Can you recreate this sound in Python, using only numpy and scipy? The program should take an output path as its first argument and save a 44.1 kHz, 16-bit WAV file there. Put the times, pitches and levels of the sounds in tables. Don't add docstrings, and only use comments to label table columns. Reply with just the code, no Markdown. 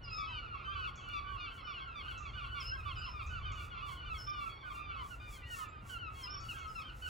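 import sys
import numpy as np
from scipy import signal
from scipy.fft import rfft, irfft, next_fast_len
from scipy.io import wavfile
from scipy.ndimage import map_coordinates

SR = 44100
rng = np.random.default_rng(int(sys.argv[2]) if len(sys.argv) > 2 else 0)


def to_wav(s):
    ch = np.atleast_2d(s).T
    pcm = np.round(np.clip(ch, -1, 1) * 32767)
    wavfile.write(sys.argv[1], SR, pcm.astype(np.int16))


N = 312661

# time in seconds, rumble level in dB, far flock level in dB.
BACKGROUND_LEVELS = [(0, -45.5, -55), (.45, -49.5, -57.5), (1.3, -49, -55.5), (2, -49, -56.5),
                     (3, -46.5, -52), (4, -47.5, -59), (4.8, -53.5, -58), (5.6, -52, -64.5),
                     (6.6, -53, -60), (7.09, -51.5, -61.5)]
# frequency in Hz, relative density in dB.
RUMBLE_SPECTRUM = [(16, -38), (28, -8.5), (48, 0), (65, -0.5), (122, -6.5), (152, -16), (203, -21),
                   (382, -24), (750, -31), (980, -63.5), (1650, -120)]
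WIND_SPECTRUM = [(500, -5.5), (900, 1.5), (1700, -2), (4000, -17.5), (6000, -38), (9000, -33), (15000, -44)]
BRISTLE_SPECTRUM = [(1500, -30), (3500, -11.5), (5500, -5), (7500, -3.5), (9000, -2.5), (11000, -8),
                    (13000, -12.5), (15800, -7)]
TICK_SPECTRUM = [(4300, -40), (5300, -7), (6500, 0.5), (7600, -7.5), (8400, -40)]
# frequency in Hz, gain in dB.
THROAT_GAIN = [(900, 14.5), (1250, 18.5), (1700, 1.5), (2200, 4.5), (2800, 7), (3400, 3), (4000, -10),
               (4600, -12), (5100, -17.5), (8000, -31.5)]
# start and length in seconds,
# first and last pitch in Hz, levels of the first and second partial in dB.
PIPED_NOTES = [(.008, 0.08, 1462, 1364, -63, -60.5), (0.092, 0.058, 1350, 1264, -55.5, -63),
               (.135, 0.14, 1260, 1300, -45.5, -54), (.177, 0.087, 1174, 1090, -43, -54.5),
               (.261, .14, 1300, 1120, -50.5, -52.5), (.268, 0.13, 1524, 1396, -62, -55),
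               (.284, 0.058, 1020, 908, -54, -68), (.305, 0.11, 1550, 1416, -55, -52),
               (.33, 0.122, 1441, 1408, -62.5, -57), (.416, 0.057, 1372, 1280, -55, -60),
               (.443, 0.12, 1436, 1342, -53, -59), (.505, 0.046, 1363, 1219, -44.5, -72),
               (.545, 0.021, 1142, 1107, -45.5, -61.5), (.628, 0.043, 1242, 1332, -50, -59.5),
               (.645, 0.099, 1529, 1614, -50.5, -53.5), (.673, .14, 1173, 1067, -48, -64.5),
               (.718, .14, 1330, 1183, -51.5, -55), (.752, .12, 1503, 1393, -47, -50.5),
               (.834, 0.037, 1388, 1277, -42, -51.5), (.865, 0.033, 1185, 1054, -44, -53.5),
               (1.033, 0.058, 1545, 1380, -54, -56), (1.128, 0.073, 1193, 1117, -45, -51),
               (1.203, .17, 1144, 1079, -48.5, -66), (1.277, .12, 1480, 1230, -56, -59.5),
               (1.396, 0.072, 1230, 1113, -48, -52), (1.483, 0.04, 1133, 1070, -55, -63.5),
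               (1.516, .12, 1506, 1270, -68, -68), (1.618, 0.031, 1217, 1320, -54, -78),
               (1.666, 0.07, 1226, 1084, -48.5, -54.5), (1.687, 0.026, 1450, 1360, -48, -54),
               (1.732, 0.066, 1485, 1280, -51.5, -51), (1.77, .13, 1546, 1290, -56, -63),
               (1.797, 0.047, 1144, 1076, -48.5, -60.5), (1.8, 0.15, 1580, 1650, -62.5, -72),
               (1.95, 0.071, 1201, 1052, -48.5, -53), (2.074, 0.051, 1573, 1394, -47, -52.5),
               (2.197, 0.035, 1224, 1223, -51.5, -68), (2.219, .054, 1378, 1246, -55, -58),
               (2.249, 0.058, 1175, 1042, -54, -57.5), (2.31, 0.168, 1100, 1107, -76, -70.5),
               (2.358, 0.055, 1557, 1282, -53, -56.5), (2.419, 0.042, 1185, 1030, -48, -63),
               (2.464, 0.019, 1167, 1106, -53, -62), (2.545, 0.079, 1170, 1042, -50, -57),
               (2.564, 0.038, 1237, 1196, -53, -57), (2.644, 0.06, 1380, 1484, -56, -53.5),
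               (2.648, 0.061, 1286, 1357, -54, -63), (2.699, .03, 1413, 1324, -47, -53.5),
               (2.713, 0.053, 1535, 1650, -43, -66), (2.744, .029, 1154, 1020, -49.5, -65),
               (2.853, 0.07, 1183, 1027, -47, -56.5), (2.876, 0.025, 1273, 1250, -54, -55),
               (2.906, 0.032, 1470, 1313, -53, -54), (2.957, 0.028, 1215, 1250, -61, -60),
               (3.014, 0.052, 1522, 1306, -54, -50), (3.057, 0.042, 1130, 976, -50, -63),
               (3.13, 0.097, 1230, 1049, -49, -58.5), (3.189, 0.029, 1442, 1263, -46.5, -55),
               (3.216, .041, 1237, 1285, -60, -63), (3.3, 0.094, 1483, 1272, -50, -58),
               (3.448, .082, 1241, 1046, -47, -57.5), (3.512, 0.12, 1267, 1143, -57, -66),
               (3.549, 0.059, 1487, 1380, -56, -54), (3.706, 0.055, 1485, 1300, -51, -57.5),
               (3.747, 0.07, 1430, 1260, -45.5, -56.5), (3.764, 0.058, 1017, 1117, -52, -67),
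               (3.82, 0.12, 1179, 1050, -49, -59.5), (3.877, 0.032, 1125, 963, -57, -61),
               (3.968, 0.073, 1496, 1425, -68, -56), (4.052, 0.042, 1523, 1416, -57, -52.5),
               (4.094, 0.045, 1367, 1250, -40.5, -53.5), (4.139, 0.04, 1148, 1044, -52, -56.5),
               (4.266, 0.19, 1184, 1098, -45, -57), (4.455, 0.031, 1395, 1277, -41, -58),
               (4.485, 0.097, 1119, 1085, -59, -59), (4.633, 0.061, 1555, 1400, -51, -63),
               (4.644, 0.155, 1202, 1140, -52, -67), (4.693, 0.036, 1165, 1036, -48, -59.5),
               (4.74, 0.04, 1410, 1335, -52, -58), (4.75, .18, 1200, 1126, -52.5, -58.5),
               (4.887, 0.076, 1400, 1252, -45.5, -58.5), (4.954, 0.075, 1126, 975, -52.5, -61),
               (4.969, 0.052, 1502, 1490, -55, -57.5), (4.986, 0.082, 1202, 1090, -48, -66.5),
               (5.1, 0.052, 1470, 1328, -52.5, -56.5), (5.194, 0.12, 1212, 1188, -56.5, -58.5),
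               (5.32, 0.061, 1153, 1010, -60, -62), (5.56, 0.06, 1153, 996, -50.5, -62.5),
               (5.581, 0.066, 1283, 1220, -46, -65), (5.602, 0.062, 1502, 1326, -57, -60),
               (6.145, 0.12, 1096, 980, -53, -62), (6.214, 0.042, 1572, 1585, -58, -55),
               (6.262, 0.029, 1348, 1472, -46, -52.5), (6.266, 0.12, 1210, 1110, -50, -63),
               (6.281, 0.077, 1465, 1570, -59, -61.5), (6.396, 0.085, 1326, 1291, -49.5, -85),
               (6.483, 0.046, 1484, 1246, -48, -48), (6.537, 0.095, 1615, 1275, -56.5, -62),
               (6.545, 0.15, 1312, 1285, -52, -76), (6.558, 0.11, 1112, 1038, -60.5, -63.5),
               (6.642, 0.03, 1450, 1340, -53, -66), (6.651, 0.064, 1277, 1296, -43.5, -74),
               (6.749, .06, 1385, 1236, -44, -52), (6.81, 0.019, 1158, 1042, -52, -56),
               (6.931, 0.036, 1427, 1310, -52, -78), (7.052, 0.055, 1496, 1494, -52.5, -56)]
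# start and length in seconds,
# first, middle and last pitch in Hz, levels of the first and second partial in dB.
ARCHED_CRIES = [(1.075, 0.098, 1403, 1423, 1265, -50, -51.5), (1.376, .12, 1400, 1426, 1300, -54, -52),
                (2.017, .11, 1390, 1434, 1300, -55.5, -56), (2.33, 0.086, 1400, 1466, 1354, -63, -57.5),
                (2.97, .09, 1350, 1480, 1410, -65, -71), (3.814, 0.064, 1390, 1440, 1329, -52, -56.5),
                (4.038, 0.037, 1136, 1200, 1190, -50.5, -61), (4.308, 0.15, 1576, 1415, 1343, -54, -56.5),
                (5.417, 0.25, 2010, 1843, 1728, -58.5, -77), (5.428, .066, 1364, 1424, 1504, -68, -56.5),
                (5.497, 0.06, 1452, 1430, 1300, -46.5, -51.5), (5.66, 0.15, 1320, 1253, 1193, -58, -68.5),
                (5.89, .09, 1545, 1456, 1333, -52, -53.5), (5.981, 0.11, 1556, 1380, 1246, -47.5, -53.5),
                (6.829, 0.079, 1472, 1580, 1330, -67, -55), (7.017, 0.071, 1460, 1466, 1250, -46.5, -50)]
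# start and length in seconds, dip and top pitch in Hz, level in dB.
SONG_WHISTLES = [(.03, 0.2, 4876, 5210, -51), (2.598, 0.14, 5020, 5240, -48.5),
                 (2.948, 0.21, 4920, 5255, -56.5), (4.176, .17, 5270, 5310, -50.5),
                 (6.22, 0.18, 5073, 5416, -48.5), (6.674, .17, 5080, 5300, -61)]
# start and length in seconds, pitch and warble depth in Hz, level in dB.
HIGH_TONES = [(0.086, 0.17, 7080, 418, -70.5), (1.616, 0.14, 5360, 37, -63.5), (1.875, 0.018, 7100, 2, -78),
              (3.264, 0.21, 4660, 5, -71.5), (6.327, .18, 4570, 13, -63.5),
              (2.977, 0.032, 7400, 148, -63.5), (5.676, 0.044, 7300, 150, -66.5)]
# start and length in seconds, level in dB.
BRUSH_STROKES = [(.768, 0.071, -78), (.855, .055, -70.5), (1.08, .14, -74.5), (1.293, 0.083, -77),
                 (1.514, 0.095, -71), (1.997, 0.18, -71.5), (2.348, 0.26, -76), (2.593, .095, -66.5),
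                 (2.68, 0.42, -75), (3.118, .27, -74.5), (3.574, 0.11, -62.5), (3.856, 0.12, -62),
                 (4.111, .15, -64.5), (4.385, .145, -66.5), (4.679, .13, -66), (5.012, .16, -62.5),
                 (5.269, 0.13, -60.5), (5.509, 0.13, -51.5), (5.857, 0.11, -58), (6.138, 0.13, -60),
                 (6.453, 0.13, -57), (6.65, 0.19, -63.5), (6.984, 0.2, -56)]
# start in seconds, level in dB.
BRISTLE_FLICKS = [(.8804, -72), (1.089, -51), (3.8322, -68), (4.2917, -53), (5.8277, -76), (5.8755, -53),
                  (6.1439, -57)]
# start in seconds, level in dB.
ALARM_TICKS = [(0.96, -70), (2.1794, -69), (3.267, -71), (3.521, -70.5), (6.4055, -70.5), (6.5894, -72.5)]
# frequency in Hz, time to fall 60 dB in seconds.
ROOF_DECAY = [(1000, 0.44), (3000, 0.28), (5200, 0.36), (8000, 0.2)]
# frequency in Hz, likeness from 0 (wide) to 1 (centred).
STEREO_LIKENESS = [(60, 0.99), (150, 0.92), (350, 0.76), (700, 0.023), (1400, 0.34), (1900, 0.79),
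                   (2200, 0.87), (4000, 1), (7200, 1), (8000, 1), (15000, 1)]
# frequency in Hz, lead of the left in radians.
STEREO_PHASE = [(600, 0), (1050, -2.3), (1400, -3), (1750, -3.8), (2050, -6.1), (4200, -6.28),
                (7300, -6.28), (8950, -9.42), (10900, -12.56), (11500, -12.6), (13250, -15.7),
                (15300, -18.85)]
# frequency in Hz, left over right in dB.
STEREO_BALANCE = [(150, .5), (380, 4), (700, 1), (1290, -4), (2100, 0)]


def amp(db):
    return 10 ** (np.asarray(db) / 20)


def unit_rms(x):
    return x / np.sqrt(np.mean(x ** 2) + 1e-20)


def along(points, hz):
    freqs, values = np.transpose(points)
    return np.interp(np.log(hz + 1), np.log(freqs + 1), values)


def curves(rows):
    times, *columns = np.transpose(rows)
    return [np.interp(np.arange(N) / SR, times, column) for column in columns]


def wobble(rate, size=N):
    knots = rng.standard_normal(int(size * rate / SR) + 4)
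    return map_coordinates(knots, [np.arange(size) * rate / SR])


def filtered(x, response):
    size = next_fast_len(N + SR // 2)
    return irfft(rfft(x, size) * response(np.fft.rfftfreq(size, 1 / SR)), size)[..., :N]


def add(track, start, sound):
    part = track[max(round(start * SR), 0):][:len(sound)]
    part += sound[:len(part)]


def spread(pair):
    angle = lambda hz: np.arccos(np.clip(along(STEREO_LIKENESS, hz), -1, 1)) / 2
    mid, side = filtered(pair, lambda hz: np.array([np.cos(angle(hz)), np.sin(angle(hz))]))
    return np.array([mid + side, mid - side])


def stereo_noise(spectrum):
    pair = filtered(rng.standard_normal((2, N)), lambda hz: amp(along(spectrum, hz)))
    return unit_rms(spread(pair))


def town(rumble_db, swell_below_hz=149, steady_db=-50):
    hum = stereo_noise(RUMBLE_SPECTRUM)
    deep = filtered(hum, lambda hz: 1 / (1 + (hz / swell_below_hz) ** 6))
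    return amp(rumble_db + 2.7 * wobble(5.087)) * deep + amp(steady_db) * (hum - deep)


def wind(level_db=-62):
    return amp(level_db) * stereo_noise([(250, -30)] + WIND_SPECTRUM)


def partial_levels(hz, first_db, second_db):
    second_gain, third_gain, fourth_gain = along(THROAT_GAIN, hz * np.arange(2, 5))
    third_db = second_db + third_gain - second_gain + 1.5
    fourth_db = second_db + fourth_gain - second_gain + 7.5
    return [first_db, second_db, third_db, fourth_db, fourth_db - 3, fourth_db - 20]


def piped_note(length, pitches_hz, levels_db, edge_s=.014):
    t = np.arange(round((length + edge_s) * SR)) / SR
    arch = np.polyfit([0, .5, 1], pitches_hz, deg=2)
    hz = np.polyval(arch, (t - edge_s / 2) / length)
    phase = 2 * np.pi * np.cumsum(hz * (1 + .0051 * wobble(68.3, len(t)))) / SR
    sound = np.zeros(len(t))
    for k, db in enumerate(levels_db, start=1):
        throat_db = along(THROAT_GAIN, k * hz)
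        flutter_db = 2 * wobble(45, len(t))
        sound += amp(db + throat_db - throat_db.mean() + flutter_db) * np.sin(k * phase + k)
    envelope = np.clip(np.minimum(t, t[::-1]) / edge_s, 0, 1) ** 2
    return envelope * np.sqrt(2) * sound


def far_flock(count=250):
    pair = np.zeros((2, N))
    for k, (when, long, high, fall, loud, dull) in enumerate(rng.random((count, 6))):
        hz = 1130 + 450 * high
        pitches_hz = [hz, hz * (1 - .05 * fall), hz * (1 - .14 * fall)]
        levels_db = partial_levels(hz, first_db=10 * loud, second_db=10 * loud - 4.5 - dull)
        add(pair[k % 2], when * N / SR, piped_note(.02 + .04 * long, pitches_hz, levels_db))
    return unit_rms(pair)


def near_flock(early_s=.005):
    calls = list(ARCHED_CRIES)
    for start, length, first_hz, last_hz, *levels_db in PIPED_NOTES:
        glide_share = np.clip(.62 - 4 * length, 0, 1)
        middle_hz = first_hz + (last_hz - first_hz) * glide_share
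        calls.append((start, length, first_hz, middle_hz, last_hz, *levels_db))
    bearings = rng.uniform(-1.12, 1, len(calls))
    mid, side = np.zeros((2, N))
    for (start, length, *pitches_hz, first_db, second_db), bearing in zip(calls, bearings):
        sound = piped_note(length, pitches_hz, partial_levels(pitches_hz[1], first_db, second_db))
        add(mid, start - early_s, sound)
        add(side, start - early_s, bearing * sound)
    side = filtered(side, lambda hz: .69 / (1 + (hz / 1800) ** 8))
    return np.array([mid + side, mid - side])


def roof_echo(x):
    hz, t, spectra = signal.stft(rng.standard_normal((2, SR // 2)), SR, nperseg=256)
    decay = amp(-60 * t / along(ROOF_DECAY, hz)[:, None])
    _, tail = signal.istft(spectra * decay, SR, nperseg=256)
    tail /= np.linalg.norm(tail[0])
    return spread(signal.fftconvolve(x[None], tail, axes=1)[:, :N])


def whistles(start_hz=5700, scoop_s=.013):
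    attack, climb_at, climb_width, release_at = .09, .44, .05, .62
    track = np.zeros(N)
    for start, length, dip_hz, top_hz, db in SONG_WHISTLES:
        t = np.arange(round(length * SR)) / SR
        progress = t / length
        climb = (progress - climb_at) / climb_width
        hz = dip_hz + (start_hz - dip_hz) * np.exp(-(t / scoop_s) ** 1.5)
        hz += (top_hz - dip_hz) / (1 + np.exp(-climb))
        hz += 35 * wobble(130, len(t))
        fade_db = 25.5 * np.clip((progress - release_at) / (1 - release_at), 0, 1) ** 3.4
        fade_db += 4 * np.exp(-(climb / 2 + 1) ** 2)
        flutter_db = 3 * wobble(110, len(t))
        envelope = np.clip(progress / attack, .15, 1) * amp(db - fade_db + flutter_db)
        add(track, start, envelope * np.sin(2 * np.pi * np.cumsum(hz) / SR))
    return track


def high_tones(warble_rate_hz=21):
    track = np.zeros(N)
    for start, length, pitch_hz, depth_hz, db in HIGH_TONES:
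        t = np.arange(round(length * SR)) / SR
        hz = pitch_hz + depth_hz * np.sin(2 * np.pi * warble_rate_hz * (t - .024))
        envelope = amp(db) * np.sin(np.pi * t / length)
        add(track, start, envelope * np.sin(2 * np.pi * np.cumsum(hz) / SR))
    return track


def brush(hardest_share=.57):
    t, pressure = np.arange(N) / SR, np.zeros(N)
    for start, length, db in BRUSH_STROKES:
        hardest, end = start + hardest_share * length, start + length
        off_peak = np.abs(t - hardest) / np.where(t < hardest, hardest - start, end - hardest)
        pressure += amp(db - 9.7 * np.minimum(off_peak, 4) ** 1.8)
    grit = amp(1.2 * wobble(900) + 1.6 * wobble(40))
    return pressure * unit_rms(grit) * stereo_noise(BRISTLE_SPECTRUM)


def bristle_flicks(t60_s=.0062):
    track, t = np.zeros(N), np.arange(200) / SR
    for start, db in BRISTLE_FLICKS:
        add(track, start, amp(db - 60 * t / t60_s) * rng.standard_normal(len(t)))
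    return filtered(track, lambda hz: hz / (hz + 4000))


def alarm_ticks(fast_t60_s=.1, slow_t60_s=.56):
    envelope, t = np.zeros(N), np.arange(SR // 4) / SR
    decay = amp(-60 * t / fast_t60_s) + 1.63 * amp(-60 * t / slow_t60_s)
    for start, db in ALARM_TICKS:
        add(envelope, start - .003, amp(db) * decay)
    hiss = filtered(rng.standard_normal(N), lambda hz: amp(along(TICK_SPECTRUM, hz)))
    return envelope * unit_rms(hiss)


def handle_knock(start_s=5.83, pitch_hz=190, rise_s=.0028, t60_s=.052):
    track, t = np.zeros(N), np.arange(SR // 20) / SR
    envelope = amp(-42 - 60 * t / t60_s) * (1 - np.exp(-t / rise_s))
    add(track, start_s, envelope * np.sin(2 * np.pi * pitch_hz * t))
    return track


def scene():
    rumble_db, far_db = curves(BACKGROUND_LEVELS)
    tones, ticks = whistles() + high_tones(), alarm_ticks()
    near, far = near_flock(), amp(far_db) * far_flock()
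    flock = near + amp(-8) * roof_echo(near.mean(axis=0))
    flock += spread(far) + amp(-3.5) * roof_echo(far.sum(axis=0))
    flock = filtered(flock, lambda hz: 1 - .8 / (1 + (4950 / (hz + 1)) ** 24))
    high_calls = tones + amp(-5) * roof_echo(tones) + ticks
    return flock + high_calls + town(rumble_db) + wind() + brush() + bristle_flicks() + handle_knock()


def record(dry):
    top_hz = 15800
    freqs, lead = np.transpose(STEREO_PHASE)
    half = np.array([[.5], [-.5]])
    phase = lambda hz: np.exp(1j * half * np.interp(hz, freqs, lead))
    gain = lambda hz: amp(half * along(STEREO_BALANCE, hz))
    return filtered(dry, lambda hz: phase(hz) * gain(hz) * (hz < top_hz))


dry = scene()
out = record(dry)
to_wav(out)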